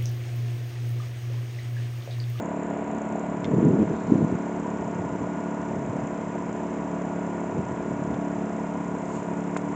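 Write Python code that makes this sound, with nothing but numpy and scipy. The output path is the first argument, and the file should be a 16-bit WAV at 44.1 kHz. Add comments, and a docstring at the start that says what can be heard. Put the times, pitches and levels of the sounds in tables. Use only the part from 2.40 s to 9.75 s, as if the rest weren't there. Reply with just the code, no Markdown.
"""A small piston air pump runs outdoors: its motor hums and its valves tick and hiss once a turn.
Under it drones a small engine, probably a generator, with two puffs a cycle and a clattering casing.
About a second in, the hand-held microphone swings from the pump down to a bucket, where air hisses
through a hose into foam. Gusts buffet the microphone; close by, something clicks a few times and
a faint ring fades. Near the end, dry litter crunches underfoot and a stick knocks."""
import sys
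import numpy as np
from scipy import signal
from scipy.fft import rfft, irfft, next_fast_len
from scipy.io import wavfile
from scipy.ndimage import map_coordinates

SR = 44100
rng = np.random.default_rng(int(sys.argv[2]) if len(sys.argv) > 2 else 0)


def wav_out(sig):
    """Save sig, one row per channel (or a flat mono array), as 16-bit PCM at SR to the path in sys.argv[1]."""
    wavfile.write(sys.argv[1], SR, np.round(np.clip(np.atleast_2d(sig).T, -1, 1) * 32767).astype(np.int16))


N = 324135

# the engine's firing rate, hunting slightly about its set speed: (t/s, f/Hz)
FIRING_RATE = [(0.0, 36.07), (0.54, 35.9), (1.85, 35.8), (2.08, 36.06), (3.66, 35.94), (4.22, 36.09),
               (4.74, 35.77), (6.83, 35.82), (7.35, 35.99)]


def pump(shaft_hz=28.495, reed_hz=6950, opens_at=0.67):
    """The motor hums and air hisses; once a turn the valve reed chirps and air surges into the hose."""
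    # motor hum: (multiple of the shaft rate, level/dB)
    orders = [(3, -64.5), (4, -67), (6, -51), (8, -47), (9, -53.5), (11, -63.5), (12, -54), (16, -63.5),
              (17, -49.5), (18, -52), (19, -53.5), (21, -57), (22, -59)]
    # spectrum of air through the valves: (f/Hz, level/dB)
    valve_spectrum = [(3000, -33), (4600, -21), (5700, -12.5), (6300, -15), (6800, -1.5), (7100, 3),
                      (7400, 1), (8000, -11), (8600, -17), (9100, -41.5)]
    # spectrum of air forced through the hose into the foam: (f/Hz, level/dB)
    hose_spectrum = [(3500, -28), (4650, -20), (5080, -6.5), (5280, -9.5), (5500, -11), (5720, -9),
                     (6230, 0.5), (6420, -6), (6600, -6.5), (7100, -12), (8500, -40)]
    turns = shaft_hz * clock()
    hum = sum(amp(db + wobble(2.5)) * np.cos(2 * np.pi * (k * turns + rng.random())) for k, db in orders)
    air = coloured(noise(), valve_spectrum)
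    flutter = np.sin(2 * np.pi * reed_hz * clock() + 2.5 * wobble(700))
    reed = unit(flutter * stroke(turns, opens_at, width=0.048) * per_cycle(turns, scatter_db=3.5))
    hose = coloured(noise() * (0.7 + stroke(turns, opens_at, width=0.12)), hose_spectrum)
    return (hum + amp(mic_swing(-60.5, -60)) * air
            + amp(mic_swing(-63.5, -65.5)) * reed
            + amp(mic_swing(-72, -64.5)) * hose)


def engine(intake_at=0.96, exhaust_at=0.255, jitter_cycles=0.0043, gas_db=-37.5, rasp_db=-49):
    """Firing tones, with gas noise, muffler rasp and casing clatter pulsing in step."""
    # spectrum of the exhaust's rough gas noise: (f/Hz, level/dB)
    gas_spectrum = [(25, -28), (45, -25), (70, -14.5), (110, -9.5), (200, -2.5), (300, -3), (380, -2),
                    (450, -5), (550, -7), (670, -7), (790, -9.5), (1200, -20), (3000, -72.5)]
    # the muffler's resonance, rasping at each exhaust puff: (f/Hz, level/dB)
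    muffler_spectrum = [(300, -38.5), (550, -11), (670, -2), (780, -10), (1100, -23), (3000, -74)]
    rate_hz = np.interp(clock(), *np.transpose(FIRING_RATE))
    turns = np.cumsum(rate_hz) / SR + jitter_cycles * wobble(14)  # firings come a little early or late
    bark_db = mic_swing(1.5, -1.83)
    tones = firing_tones(turns, bark_db, intake_at, exhaust_at) * amp(0.95 * wobble(45))
    puff_at = exhaust_at - 0.02
    puffs = stroke(turns, puff_at, width=0.056) + 0.73 * stroke(turns, intake_at, width=0.061)
    gas = coloured(noise() * (1.5 + puffs * per_cycle(turns, scatter_db=3)), gas_spectrum)
    rasp = coloured(noise() * stroke(turns, puff_at, width=0.065), muffler_spectrum)
    return tones + amp(gas_db) * gas + amp(bark_db + rasp_db) * rasp + casing_clatter(turns)


def firing_tones(turns, bark_db, intake_at, exhaust_at, intake_top_hz=520, waver_db=1.27):
    """Harmonics phased as two puffs a cycle: the intake's dull suck, then the exhaust's brighter bark."""
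    # engine drone: (multiple of the firing rate, level/dB)
    orders = [(2, -56), (3, -55.5), (4, -47), (5, -37.5), (6, -38), (7, -43), (8, -37.5), (9, -55.5),
              (10, -44.5), (11, -51.5), (12, -46), (13, -51), (14, -67), (15, -67.5), (16, -51),
              (17, -47.5), (18, -42.5), (19, -44.5), (20, -54.5), (21, -52), (25, -65), (26, -60),
              (27, -70), (28, -58), (31, -54.5), (32, -61), (40, -54), (44, -68)]
    out = np.zeros(N)
    for k, db in orders:
        hz = k * FIRING_RATE[0][1]
        suction = 1.25 / (1 + (hz / intake_top_hz) ** 10)
        puffs = np.exp(-2j * np.pi * k * exhaust_at) - suction * np.exp(-2j * np.pi * k * intake_at)
        phase = np.angle(puffs) + 0.18 * rng.standard_normal()  # echoes blur the puffs
        in_bark_band = 550 < hz < 800
        gain = amp(db + in_bark_band * bark_db + waver_db * wobble(3.253))
        drift = 0.33 * wobble(7)
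        out += np.sqrt(2) * gain * np.sin(2 * np.pi * k * turns + phase + drift)
    return out


def casing_clatter(turns, knock_at=0.1, later_knock_at=0.73):
    """The engine's casing rattles throughout, with two sharp knocks each cycle."""
    # spectrum of the casing: (f/Hz, level/dB)
    spectrum = [(300, -34), (780, -11.5), (900, -1.5), (985, 1), (1100, -12.5), (1300, -12), (1600, -14.5),
                (2200, -18), (2700, -23.5), (3300, -31), (4500, -41), (9000, -76.5)]
    knocks = stroke(turns, knock_at, width=0.031) + 1.1 * stroke(turns, later_knock_at, width=0.014)
    rattle = noise() * (2 + 0.6 * knocks * per_cycle(2 * turns, scatter_db=4.5))
    return amp(mic_swing(-40.6, -41)) * coloured(rattle, spectrum)


def wind(eddy_width_cycles=0.47, strong_db=-32, low_cut_hz=80):
    """Lumpy turbulence at the microphone port, brighter as it blows harder; eddies thump on it."""
    # soft rumble of light air: (f/Hz, level/dB)
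    rumble = [(25, -23.5), (50, -14.5), (90, 6.5), (140, 10.5), (230, 0), (330, -17), (500, -28.5),
              (1000, -58)]
    # brighter flutter of strong gusts: (f/Hz, level/dB)
    buffet = [(25, -42.5), (60, -26.5), (110, -14), (170, 3), (250, -2), (370, -4.5), (470, -9), (600, -23),
              (1000, -39), (3000, -55.5), (9000, -86)]
    # single eddies, each a brief swing of pressure: (t/s, level/dB, f/Hz)
    eddies = [(1.185, -10, 343), (1.23, -17, 240), (1.271, -11.5, 209), (1.313, -13, 258),
              (1.723, -2.2, 239), (1.757, -9.5, 199), (1.81, -11.5, 305), (1.828, -12.5, 184),
              (1.847, -7.5, 191), (1.927, -12.5, 265), (1.955, -15.5, 176), (5.193, -18, 151.5)]
    force = wind_force()
    bright = force ** 2 / (force ** 2 + amp(strong_db) ** 2)
    flow = np.sqrt(1 - bright) * coloured(noise(), rumble) + np.sqrt(bright) * coloured(noise(), buffet)
    out = force * unit(flow * amp(2.9 * wobble(70)))
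    for at, db, hz in eddies:
        cycles = (clock() - at) * hz
        out -= amp(db) * np.cos(2 * np.pi * cycles) * bell(cycles / eddy_width_cycles)
    return filtered(out, lambda hz: hz ** 2 / np.hypot(hz ** 2, low_cut_hz ** 2))


def wind_force(calm_db=-52.5, rise_s=0.012, fall_s=0.014):
    """Gusts swell, hold and fade, the longer ones more slowly; their powers add to the light air's."""
    # gusts on the microphone: (start t/s, hold/s, level/dB)
    gusts = [(1.12, .08, -23), (1.24, .19, -19), (1.5, 0.037, -25), (1.71, 0.055, -21.5),
             (1.82, 0.025, -20.5), (1.92, .04, -29), (2.42, 0.031, -33.5), (2.6, .1, -33),
             (2.81, 0.033, -31.5), (3.379, 0.26, -37.5), (5.169, 0.036, -28), (5.28, 0.069, -32.5),
             (5.52, .22, -37)]
    t, power = clock(), amp(calm_db) ** 2
    for start, hold, db in gusts:
        early = np.maximum(start - t, 0) / (rise_s + 0.34 * hold)
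        late = np.maximum(t - start - hold, 0) / (fall_s + 0.08 * hold)
        power = power + (amp(db) * np.exp(-early - late)) ** 2
    return np.sqrt(power)


def clicks():
    """Something small and hard clicks near the microphone."""
    # sharp blows: (t/s, level/dB)
    blows = [(1.0444, -31.5), (1.0524, -36.5), (1.058, -46), (5.742, -45)]
    # the modes they ring: (f/Hz, level/dB, t60/s)
    modes = [(2120, -2, 0.019), (2780, -3, 0.0087), (3270, -2.5, .012), (3590, -5.5, 0.026),
             (4200, -10.5, .016), (5300, -5, 0.0047), (6500, -7, 0.0042)]
    return struck(blows, modes)


def stick():
    """A dry stick knocks once underfoot."""
    # the blow: (t/s, level/dB)
    blows = [(7.1643, -22)]
    # the stick's modes: (f/Hz, level/dB, t60/s)
    modes = [(480, 1, 0.02), (790, -4, 0.02), (1020, 2, 0.021), (1520, -1, 0.016), (2080, -8, 0.022),
             (2700, -18, 0.02)]
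    return struck(blows, modes)


def faint_ring_and_litter():
    """A faint, narrow ring near 3.9 kHz fades slowly; later, dry litter crunches in short bursts."""
    # noise bands, the ring first: (peak t/s, level/dB, rise/s, fall/s, centre f/Hz, width/octaves)
    bands = [(1.55, -64, .08, 0.43, 3860, 0.18), (6.75, -53.5, 0.091, 0.072, 7046, 0.12),
             (6.75, -60, 0.074, 0.056, 4000, 0.68), (7.17, -40.5, 0.0018, 0.0056, 7100, 0.14),
             (7.171, -40, 0.0031, 0.0031, 2700, 0.57)]
    out = np.zeros(N)
    for at, db, rise, fall, centre_hz, octaves in bands:
        grains = noise() * amp(1.7 * wobble(300))
        band = unit(filtered(grains, lambda hz: bell(np.log2((hz + 1) / centre_hz) / octaves)))
        age = clock() - at
        out += amp(db) * band * np.exp(-np.maximum(-age / rise, age / fall))
    return out


def struck(blows, modes):
    """Each sharp blow sets off the short ring of a small hard thing."""
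    impulses = np.zeros(N)
    for at, db in blows:
        impulses[round(at * SR)] = amp(db)
    t = clock()[:SR // 10]
    ring = sum((-1) ** k * amp(db - 60 * t / t60) * np.sin(2 * np.pi * hz * t)
               for k, (hz, db, t60) in enumerate(modes))
    return signal.fftconvolve(impulses, ring)[:N]


def mic_swing(pump_db, bucket_db, start_s=0.75, end_s=1.25):
    """A layer's gain in dB as the microphone swings from the pump down to the bucket."""
    return np.interp(clock(), [start_s, end_s], [pump_db, bucket_db])


def stroke(turns, at, width):
    """A bump once a cycle; place and width are shares of the cycle."""
    return bell(((turns - at + 0.5) % 1 - 0.5) / width)


def per_cycle(turns, scatter_db):
    """A new random gain for each cycle."""
    return amp(scatter_db * rng.standard_normal(N // 100))[turns.astype(int)]


def wobble(rate):
    """A smooth random curve, rate knots a second."""
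    knots = rng.standard_normal(int(N * rate / SR) + 4)
    coarse = np.arange(0, N + 64, 64)
    return np.interp(np.arange(N), coarse, map_coordinates(knots, [coarse * rate / SR]))


def coloured(x, spectrum):
    """x shaped by (f/Hz, level/dB) points on a log axis, at rms 1."""
    f, db = np.transpose(spectrum)
    return unit(filtered(x, lambda hz: amp(np.interp(np.log(hz + 1), np.log(f), db))))


def filtered(x, response):
    """x through a frequency response."""
    size = next_fast_len(N + SR // 2)
    return irfft(rfft(x, size) * response(np.fft.rfftfreq(size, 1 / SR)), size)[:N]


def bell(x):
    """A Gaussian of height 1."""
    return np.exp(-0.5 * x ** 2)


def noise():
    """White noise."""
    return rng.standard_normal(N)


def amp(db):
    """Decibels to gain."""
    return 10 ** (np.asarray(db) / 20)


def unit(x):
    """x at rms 1."""
    return x / np.sqrt(np.mean(x ** 2) + 1e-20)


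def clock():
    """The time of each sample in seconds."""
    return np.arange(N) / SR


def scene():
    """Both machines in the open air, with wind and small noises close by, in mono."""
    close_by = clicks() + stick() + faint_ring_and_litter()
    return (engine() + pump() + wind() + close_by)[None]


def record(dry):
    """The hardest eddy overloads the microphone, and the treble ends at a steep band limit."""
    overload, top_hz = 0.69, 9000
    clipped = np.clip(dry[0], -overload, overload)
    return filtered(clipped, lambda hz: 1 / np.sqrt(1 + (hz / top_hz) ** 120))[None]


dry = scene()
out = record(dry)
wav_out(out)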